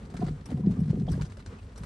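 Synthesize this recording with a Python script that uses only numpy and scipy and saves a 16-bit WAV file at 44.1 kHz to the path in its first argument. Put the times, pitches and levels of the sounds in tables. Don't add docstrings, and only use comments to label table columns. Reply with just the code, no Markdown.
import sys
import numpy as np
from scipy import signal
from scipy.fft import rfft, irfft
from scipy.io import wavfile
from scipy.ndimage import uniform_filter1d

SR = 44100
rng = np.random.default_rng(int(sys.argv[2]) if len(sys.argv) > 2 else 0)


def wrap_up_sound(samples):
    columns = np.atleast_2d(samples).T
    tamed = np.clip(columns, -1, 1)
    steps = np.round(tamed * 32767).astype(np.int16)
    wavfile.write(sys.argv[1], SR, steps)


N = 81585

# (f/Hz, relative level/dB, t60/s)
KNOCK_MODES = [(299, -3.5, 0.09), (354.4, 3, 0.044), (393.4, 1.5, 0.055), (464, -1.5, 0.062),
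               (539, -5, 0.043), (661, -8, 0.032), (734, -5.5, 0.055), (935, -21, 0.027)]


def amp(db):
    return 10 ** (np.asarray(db) / 20)


def rms_one(x):
    return x / np.sqrt(np.mean(x ** 2) + 1e-20)


def in_time(rows):
    s, value = np.transpose(rows)
    return np.interp(np.arange(N) / SR, s, value)


def at_hz(points):
    hz, value = np.transpose(points)
    return np.interp(np.log(np.fft.rfftfreq(N, 1 / SR) + 1), np.log(hz), value)


def coloured(spectrum):
    white = rng.standard_normal(N)
    return rms_one(irfft(rfft(white) * amp(at_hz(spectrum)), N))


def drift(rate_hz):
    r = np.exp(-2 * np.pi * rate_hz / SR)
    noise = rng.standard_normal(N + SR)
    return rms_one(signal.lfilter([1], [1, -2 * r, r * r], noise)[SR:])


def burst(s, t60, attack_s):
    t = np.maximum(np.arange(N) / SR - s, 0)
    rise = 1 - np.exp(-t / max(attack_s, 1e-4))
    return rise * amp(-60 * np.minimum(t / max(t60, .004), 3))


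def ring(clicks, hz, t60):
    r, w = amp(-60 / (t60 * SR)), 2 * np.pi * hz / SR
    return signal.lfilter([0, np.sin(w)], [1, -2 * r * np.cos(w), r * r], clicks + 1e-18)


def strike(modes, at, db):
    out, signs = 0, rng.choice([-1, 1], db.shape)
    for k, (hz, mode_db, t60) in enumerate(modes):
        clicks = np.zeros(N)
        clicks[at] = amp(db[:, k] + mode_db) * signs[:, k]
        out = out + ring(clicks, hz, t60)
    return out


def soft(x, hz):
    r = np.exp(-2 * np.pi * hz / SR)
    return signal.lfilter([(1 - r) ** 2], [1, -2 * r, r * r], x)


def slips():
    # (t/s of the peak, peak level/dB, f/Hz at the peak, time/s to fall 20 dB)
    slip_rows = [(0.037, -36, 168.1, 0.011), (0.093, -38, 175.6, 0.0072), (0.127, -36, 159.7, 0.0081),
                 (0.147, -28.5, 154.3, 0.0074), (0.159, -30.5, 197, 0.0056), (0.176, -34, 164.2, 0.024),
                 (0.197, -26, 222, 0.0082), (0.216, -24.5, 138.3, 0.018), (0.235, -18, 213.1, 0.008),
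                 (0.247, -21, 150.9, 0.016), (0.277, -24.5, 141.1, 0.01), (0.299, -24.5, 145.9, 0.0088),
                 (0.311, -22, 176.3, 0.0055), (0.329, -26, 142.2, 0.018), (0.354, -34, 148.5, 0.017),
                 (0.481, -36, 231.3, 0.0089), (0.494, -30, 184.7, 0.0062), (0.516, -37.5, 208, 0.0041),
                 (0.526, -25, 257.6, 0.013), (0.537, -33.5, 219.5, 0.0097), (0.547, -17, 173.1, 0.0064),
                 (0.562, -24, 137, 0.0071), (0.576, -25.5, 124.1, 0.022), (0.597, -26, 185.1, 0.005),
                 (0.609, -19.5, 176.5, 0.0075), (0.623, -32, 129.8, 0.019), (0.64, -20, 178.9, 0.0087),
                 (0.656, -21, 200.2, 0.02), (0.673, -14.5, 293, 0.0031), (0.68, -10.5, 166.4, 0.011),
                 (0.706, -20.5, 194.7, 0.023), (0.72, -26.5, 173.9, 0.017), (0.736, -31.5, 180.7, 0.004),
                 (0.751, -29, 185, 0.0056), (0.763, -44, 178.7, 0.018), (0.779, -26, 167.8, 0.0051),
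                 (0.794, -16, 181.2, 0.0061), (0.823, -15.5, 171.3, 0.012), (0.838, -23, 157.7, 0.0083),
                 (0.871, -24, 145.6, 0.0099), (0.884, -20, 156.5, 0.006), (0.907, -11.5, 148.3, 0.0096),
                 (0.929, -30.5, 192, 0.0055), (0.95, -21, 162.9, 0.0071), (0.972, -20.5, 169, 0.0059),
                 (0.992, -20.5, 142.3, 0.011), (1.012, -16, 179.8, 0.0073), (1.034, -19.5, 155, 0.0054),
                 (1.043, -28, 198.2, 0.0031), (1.076, -34, 175, 0.014), (1.094, -22.5, 169.7, 0.022),
                 (1.106, -22.5, 176, 0.0039), (1.113, -25, 153.3, 0.018), (1.135, -25.5, 158.2, 0.0063),
                 (1.144, -26, 160, 0.0044), (1.169, -23.5, 140, 0.014), (1.191, -23.5, 142.3, 0.0062),
                 (1.211, -20, 144, 0.008), (1.223, -28, 156, 0.0057), (1.24, -21.5, 143, 0.0097),
                 (1.269, -38, 146.4, 0.006), (1.814, -31, 155.5, 0.011), (1.84, -29.5, 138, 0.011)]
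    sag_oct_per_s, rise_share = 5.2, 0.935
    t = np.arange(N) / SR
    power, pull = np.full(N, 1e-9), np.full(N, 160e-9)
    for s, db, hz, width in slip_rows:
        near = slice(max(int((s - .06) * SR), 0), int((s + .08) * SR))
        u = t[near] - s
        reach = max(width, .003) * np.where(u < 0, rise_share, 1)
        swell = amp(db - 20 * (u / reach) ** 2) ** 2
        power[near] += swell
        pull[near] += swell * hz * 2 ** (-sag_oct_per_s * u)
    pitch = pull / power
    turns = rng.random() + np.cumsum(pitch) / SR
    return np.sqrt(power) * np.sin(2 * np.pi * turns)


def jolts():
    # (t/s, click level/dB before trim and softening, centre f/Hz)
    jolt_rows = [(0.07, -37.5, 470), (0.146, -32, 500), (0.195, -35, 363), (0.216, -27, 420),
                 (0.227, -21, 440), (0.276, -50, 471), (0.289, -30, 413), (0.328, -45, 378),
                 (0.475, -43, 507), (0.52, -24.5, 468), (0.597, -25.5, 430), (0.64, -49, 456),
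                 (0.668, -27, 420), (0.696, -31, 450), (0.714, -42, 561), (0.745, -46, 393),
                 (0.771, -29.5, 430), (0.796, -43, 429), (0.857, -57, 478), (0.879, -39.5, 427),
                 (0.897, -35.5, 446), (0.933, -27, 410), (0.976, -23.5, 397), (0.996, -40, 421),
                 (1.019, -29, 388.5), (1.059, -41, 399), (1.082, -23, 550), (1.111, -32, 460),
                 (1.128, -39, 484), (1.154, -31, 506), (1.18, -30.5, 396), (1.203, -52, 458),
                 (1.231, -43, 478)]
    spread_oct, trim_db, lead_s, contact_hz = 0.35, -5, 0.0021, 900
    s, db, hz = np.transpose(jolt_rows)
    off = np.log2(np.array(KNOCK_MODES)[:, 0] / hz[:, None]) / spread_oct
    strength = db[:, None] + trim_db - 6 * off ** 2 + 3.2 * rng.standard_normal(off.shape)
    knocks = strike(KNOCK_MODES, ((s - lead_s) * SR).astype(int), strength)
    return soft(soft(knocks, contact_hz), contact_hz)


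def chatter():
    # (f/Hz, relative level/dB, t60/s)
    body_modes = [(79.2, -18, 1), (93.1, -6.5, 0.14), (120.4, 0, 0.14), (147.8, 4, 0.084),
                  (164, -3.5, 0.12), (198.4, 2, 0.061), (237.3, 0, 0.13), (263, -3.5, 0.16)]
    # (t/s, level/dB)
    drag = [(0.0, -46), (0.566, -42.5), (0.69, -25), (0.766, -31), (1.066, -31), (1.106, -32),
            (1.23, -34.5), (1.255, -51), (1.514, -49.5), (1.85, -51)]
    # (t/s, level/dB)
    rasp = [(0.0, -55), (0.354, -52.5), (0.442, -64), (0.52, -49), (0.668, -46), (1.07, -50),
            (1.204, -56.5), (1.39, -62.5), (1.85, -67)]
    slips_per_s = 200
    at = np.flatnonzero(rng.random(N) < slips_per_s / SR)
    size = 3 * np.minimum(rng.exponential(1, (len(at), 1)), 4)
    low = strike(body_modes, at, size + rng.normal(0, 2.62, (len(at), len(body_modes))))
    high = strike(KNOCK_MODES, at, size + rng.normal(0, 5.8, (len(at), len(KNOCK_MODES))))
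    low_rub = amp(in_time(drag)) * rms_one(soft(low, 270))
    return low_rub + amp(in_time(rasp)) * rms_one(soft(high, 1080))


def squeaks():
    # (t/s, f/Hz, peak level/dB before flutter, length/s, bandwidth/share of pitch)
    squeak_rows = [(0.134, 731, -43.5, 0.025, 0.206), (0.211, 723.3, -29, 0.027, 0.048),
                   (0.228, 720, -43, 0.033, 0.044), (0.218, 1000, -40, 0.019, 0.15),
                   (0.267, 697, -41.5, 0.034, 0.41), (0.631, 990, -48.5, 0.02, 0.1),
                   (0.638, 780, -50.5, 0.02, .15), (0.673, 640, -48, 0.043, 0.32),
                   (0.755, 1149, -50, 0.035, 0.365), (1.074, 723, -36.5, 0.017, 0.3),
                   (1.085, 727, -40, 0.013, 0.097), (1.078, 3330, -47.5, 0.021, 0.1),
                   (1.097, 6200, -57, 0.019, 0.073), (1.115, 2020, -54, 0.024, 0.25),
                   (1.126, 4860, -47, 0.013, .06), (1.126, 1580, -46, 0.026, 0.15),
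                   (1.142, 1890, -55, 0.03, .25), (1.149, 680, -39.5, 0.016, .3),
                   (1.186, 894, -46.5, 0.032, 0.19), (1.205, 982, -51, 0.028, .12),
                   (1.367, 620, -48, 0.022, 0.294), (1.578, 2630, -57, 0.038, 0.25)]
    flutter_db, flutter_hz = 2.5, 90
    out, t = np.zeros(N), np.arange(N) / SR
    for s, hz, db, length, width in squeak_rows:
        wander = width / 2 * drift(2 * hz * max(width, .02))
        turns = np.cumsum(hz * (1 + wander)) / SR
        swell = np.sin(np.pi * np.clip((t - s) / length, 0, 1)) ** 2
        out += amp(db) * swell * np.sin(2 * np.pi * turns)
    return out * amp(flutter_db * drift(flutter_hz))


def joint():
    # (t/s, reference level/dB for touches and puff)
    tick_rows = [(0.4573, -38.5), (0.8026, -48), (1.1163, -38.5), (1.777, -39.5)]
    # (f/Hz, relative level/dB, t60/s)
    joint_modes = [(4870, -13.5, 0.026), (5468, -10, 0.03), (5670, -1, 0.019), (7180, -14.5, 0.027),
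                   (8340, -3, 0.015), (11155, -2, 0.015)]
    gap_s, puff_db, puff_t60_s, puff_attack_s = .0027, -4.5, 0.11, 0.00096
    s, db = np.transpose(tick_rows)
    s = np.r_[s, s + gap_s, s + 2 * gap_s]
    db = np.r_[db - 7, db - 8, db - 11]
    strength = db[:, None] + rng.normal(0, 1.3, (len(s), len(joint_modes)))
    rings = strike(joint_modes, (s * SR).astype(int), strength)
    bright = coloured([(800, 12), (3000, -1.5), (6000, -12.0), (12000, 1)])
    puffs = sum(amp(d + puff_db) * burst(t, puff_t60_s, puff_attack_s) for t, d in tick_rows)
    return rings + bright * puffs


def drops():
    # (t/s, level/dB before trim, t60/s, pat level/dB, treble level/dB, rise/s)
    drop_rows = [(0.053, -49, 0.084, 6, 11, 0.00057), (0.0976, -45.5, 0.19, 3, 8, 0.0027),
                 (0.1395, -44, 0.076, 11.5, 2, 0.0028), (0.167, -37.5, 0.12, 0.5, 9, 0.00048),
                 (0.1914, -50, 0.089, 9, 8, .002), (0.203, -40, 0.068, -6, 7.5, 0.0022),
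                 (0.22, -49, 0.065, 13, 0, .002), (0.24, -46.5, 0.065, 11, 4, 0.0019),
                 (0.251, -46, 0.13, -3, 11.5, .003), (0.262, -42.5, 0.13, 0, 5.5, 0.0033),
                 (0.2731, -46, 0.067, 3, 0, 0.0033), (0.283, -36, 0.055, 0, -2, .002),
                 (0.314, -46, 0.059, -11, 12, .002), (0.41, -47.5, 0.28, -13, 3, 0.00045),
                 (0.488, -44.5, 0.068, 7.5, -7, 0.0024), (0.5047, -45, 0.097, 2, 8.5, 0.00027),
                 (0.5116, -46.5, 0.14, 8, -1, 0.0021), (0.574, -50.5, 0.064, 6, 0, .001),
                 (0.598, -48.5, 0.1, 5, -4, 0.0023), (0.6612, -40, 0.031, -8, -6, 0.00092),
                 (0.7088, -45, 0.069, 10.5, 13.5, 0.0017), (0.766, -49, 0.04, 13, 2, 0.0032),
                 (0.833, -43, 0.13, -14, -11, 0.0031), (0.8558, -44, 0.059, -12, 9, 0.0026),
                 (0.8769, -46.5, 0.062, 5, 9, 0.00092), (0.8963, -36.5, 0.11, -2.5, 6, 0.0016),
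                 (0.9965, -37, 0.056, -26, 8.5, 0.0017), (1.066, -43, 0.11, -8, -8, 0.00084),
                 (1.089, -39, 0.19, -3, 9, 0.0058), (1.115, -44, 0.18, -5, 7, 0.0073),
                 (1.1494, -40, 0.08, -1, 1, 0.0015), (1.2116, -30, 0.12, -0.5, 8, 0.00097),
                 (1.2488, -40.5, 0.091, 0.5, 11.5, 0.0014), (1.2675, -54, 0.064, -7, -12, .002),
                 (1.2975, -38, 0.1, -4, 4, .004), (1.3209, -39.5, 0.028, -5, 7, 0.00091),
                 (1.3695, -37.5, 0.052, 2, 7.5, 0.0014), (1.3927, -38, 0.11, 1.5, -19, 0.0018),
                 (1.4602, -38, 0.068, -2, 12, 0.0011), (1.585, -43, 0.075, 1.5, -6, 0.0024),
                 (1.6247, -48.5, 0.11, 1, -7, 0.0017), (1.717, -49, 0.1, 6, 1, 0.0022),
                 (1.7582, -45.5, 0.2, 1, 12.5, .001), (1.814, -52, 0.036, 9, -5, 0.0022),
                 (1.8339, -39.5, 0.066, 7.5, 5, 0.00066)]
    # (f/Hz, level/dB)
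    splash_colour = [(240, -6), (400, 0), (500, -12.5), (714, -13), (1790, -10), (2810, -15.5),
                     (4170, -15.5), (9600, -33.5)]
    # (f/Hz, level/dB)
    splash_top = [(10300, -62), (12100, -68), (20500, -120)]
    trim_db, treble_hz, spatter_db, spatter_hz = -10.5, 4800, 3, 300
    crack_db, crack_t60_s, crack_rise_s = 8, 0.008, .0003
    small_per_s, small_least_db, small_t60_s = 31, -60, 0.031

    splash = coloured(splash_colour + splash_top)
    dull = coloured([(300, -10), (600, -4), (1500, -6), (3000, -25.5)])
    treble = signal.sosfilt(signal.butter(2, treble_hz, "high", fs=SR, output="sos"), splash)
    spatter = amp(spatter_db * drift(spatter_hz))
    out = np.zeros(N)
    for s, db, t60, pat_db, treble_db, rise in drop_rows:
        crack = amp(crack_db) * crack_rise_s / max(rise, crack_rise_s) * burst(s, crack_t60_s, 0)
        envelope = spatter * burst(s, t60, rise) + crack
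        noise = splash - treble + amp(treble_db) * treble + amp(pat_db) * dull
        out += amp(db + trim_db) * envelope * noise

    falls = rng.random(N) < small_per_s / SR
    small = falls * amp(small_least_db + 3.4 * np.minimum(rng.exponential(1, N), 4))
    decay = amp(-60 / (small_t60_s * SR))
    return out + signal.lfilter([1], [1, -decay], small) * splash


def rumble():
    # (t/s, level/dB)
    rumble_level = [(0.0, -41), (0.118, -45.5), (0.246, -42), (0.282, -38), (0.462, -46.5), (0.572, -39),
                    (0.648, -53.5), (0.71, -36), (0.772, -44), (0.798, -40.5), (0.926, -43), (0.972, -39),
                    (1.07, -42), (1.122, -30.5), (1.2, -38.5), (1.236, -34), (1.252, -42.5), (1.328, -39),
                    (1.442, -49.5), (1.478, -37.5), (1.582, -48.5), (1.632, -38.5), (1.716, -47.5),
                    (1.85, -35.5)]
    # (f/Hz, level/dB)
    rumble_colour = [(20, -23), (33, -0.5), (45, 19), (60, 16.5), (75, 11.5), (100, 16.5), (160, -35)]
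    return amp(in_time(rumble_level)) * coloured(rumble_colour)


def rain_hiss():
    # (t/s, level/dB before lift and flicker)
    hiss_level = [(0.0, -54), (0.468, -57.5), (1.22, -55.5), (1.266, -61.5), (1.524, -53), (1.752, -59),
                  (1.85, -55.5)]
    # (f/Hz, level/dB)
    hiss_colour = [(120, -39), (200, 2.5), (345, -16.5), (419, -8), (667, -20.5), (1150, -19),
                   (2490, -29.5), (6850, -40.5), (8720, -45), (9600, -46)]
    # (f/Hz, level/dB)
    hiss_top = [(10300, -80), (12100, -90)]
    lift_db, flicker_db, flicker_hz = 4.5, 2.7, 6.5
    level = in_time(hiss_level) + lift_db + flicker_db * drift(flicker_hz)
    return amp(level) * coloured(hiss_colour + hiss_top)


def stereo(x, t60):
    # (f/Hz, level/dB)
    side_level = [(30, -61.5), (90, -40.5), (260, -19.5), (430, -12.5), (700, -4), (1200, -1), (1800, -0.5),
                  (2300, -3), (3200, -6.5), (5000, -6.5), (6500, -3), (7300, -1.5), (8500, -23),
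                  (9200, -4.5), (9700, 8.5), (10000, 24.5), (10600, 22), (11000, -2), (11600, -23.5)]
    # (f/Hz, gain/dB)
    treble_gain = [(9000, -1.5), (9900, 1), (10500, 6), (11200, -2.5), (11600, -1)]
    # (f/Hz, first over second gain/dB)
    balance = [(60, 0.011), (170, 0.38), (490, 0.38), (1390, 0), (3950, 2.2), (11200, 0.09)]
    smear = rng.standard_normal(SR // 5) * amp(-60 * np.arange(SR // 5) / SR / t60)
    scatter = rfft(smear, N)
    scatter = scatter / np.sqrt(uniform_filter1d(np.abs(scatter) ** 2, size=150))
    side = amp(at_hz(side_level))
    mid = amp(at_hz(treble_gain)) / np.sqrt(1 + side ** 2)
    tilt = amp(at_hz(balance) / 2)
    pair = np.array([(1 + side * scatter) * tilt, (1 - side * scatter) / tilt])
    return irfft(rfft(x) * mid * pair, N)


def scene():
    near_t60_s, cabin_t60_s = .04, .25
    near = sum(stereo(x, near_t60_s) for x in (slips() + jolts(), squeaks() + joint(), drops()))
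    return near + stereo(chatter(), cabin_t60_s) + stereo(rumble() + rain_hiss(), cabin_t60_s)


def record(dry):
    low_cut_hz, stop_hz = 36, 12300
    dry = signal.sosfilt(signal.butter(2, low_cut_hz, "high", fs=SR, output="sos"), dry)
    return signal.sosfilt(signal.cheby2(12, 60, stop_hz, fs=SR, output="sos"), dry)


dry = scene()
out = record(dry)
wrap_up_sound(out)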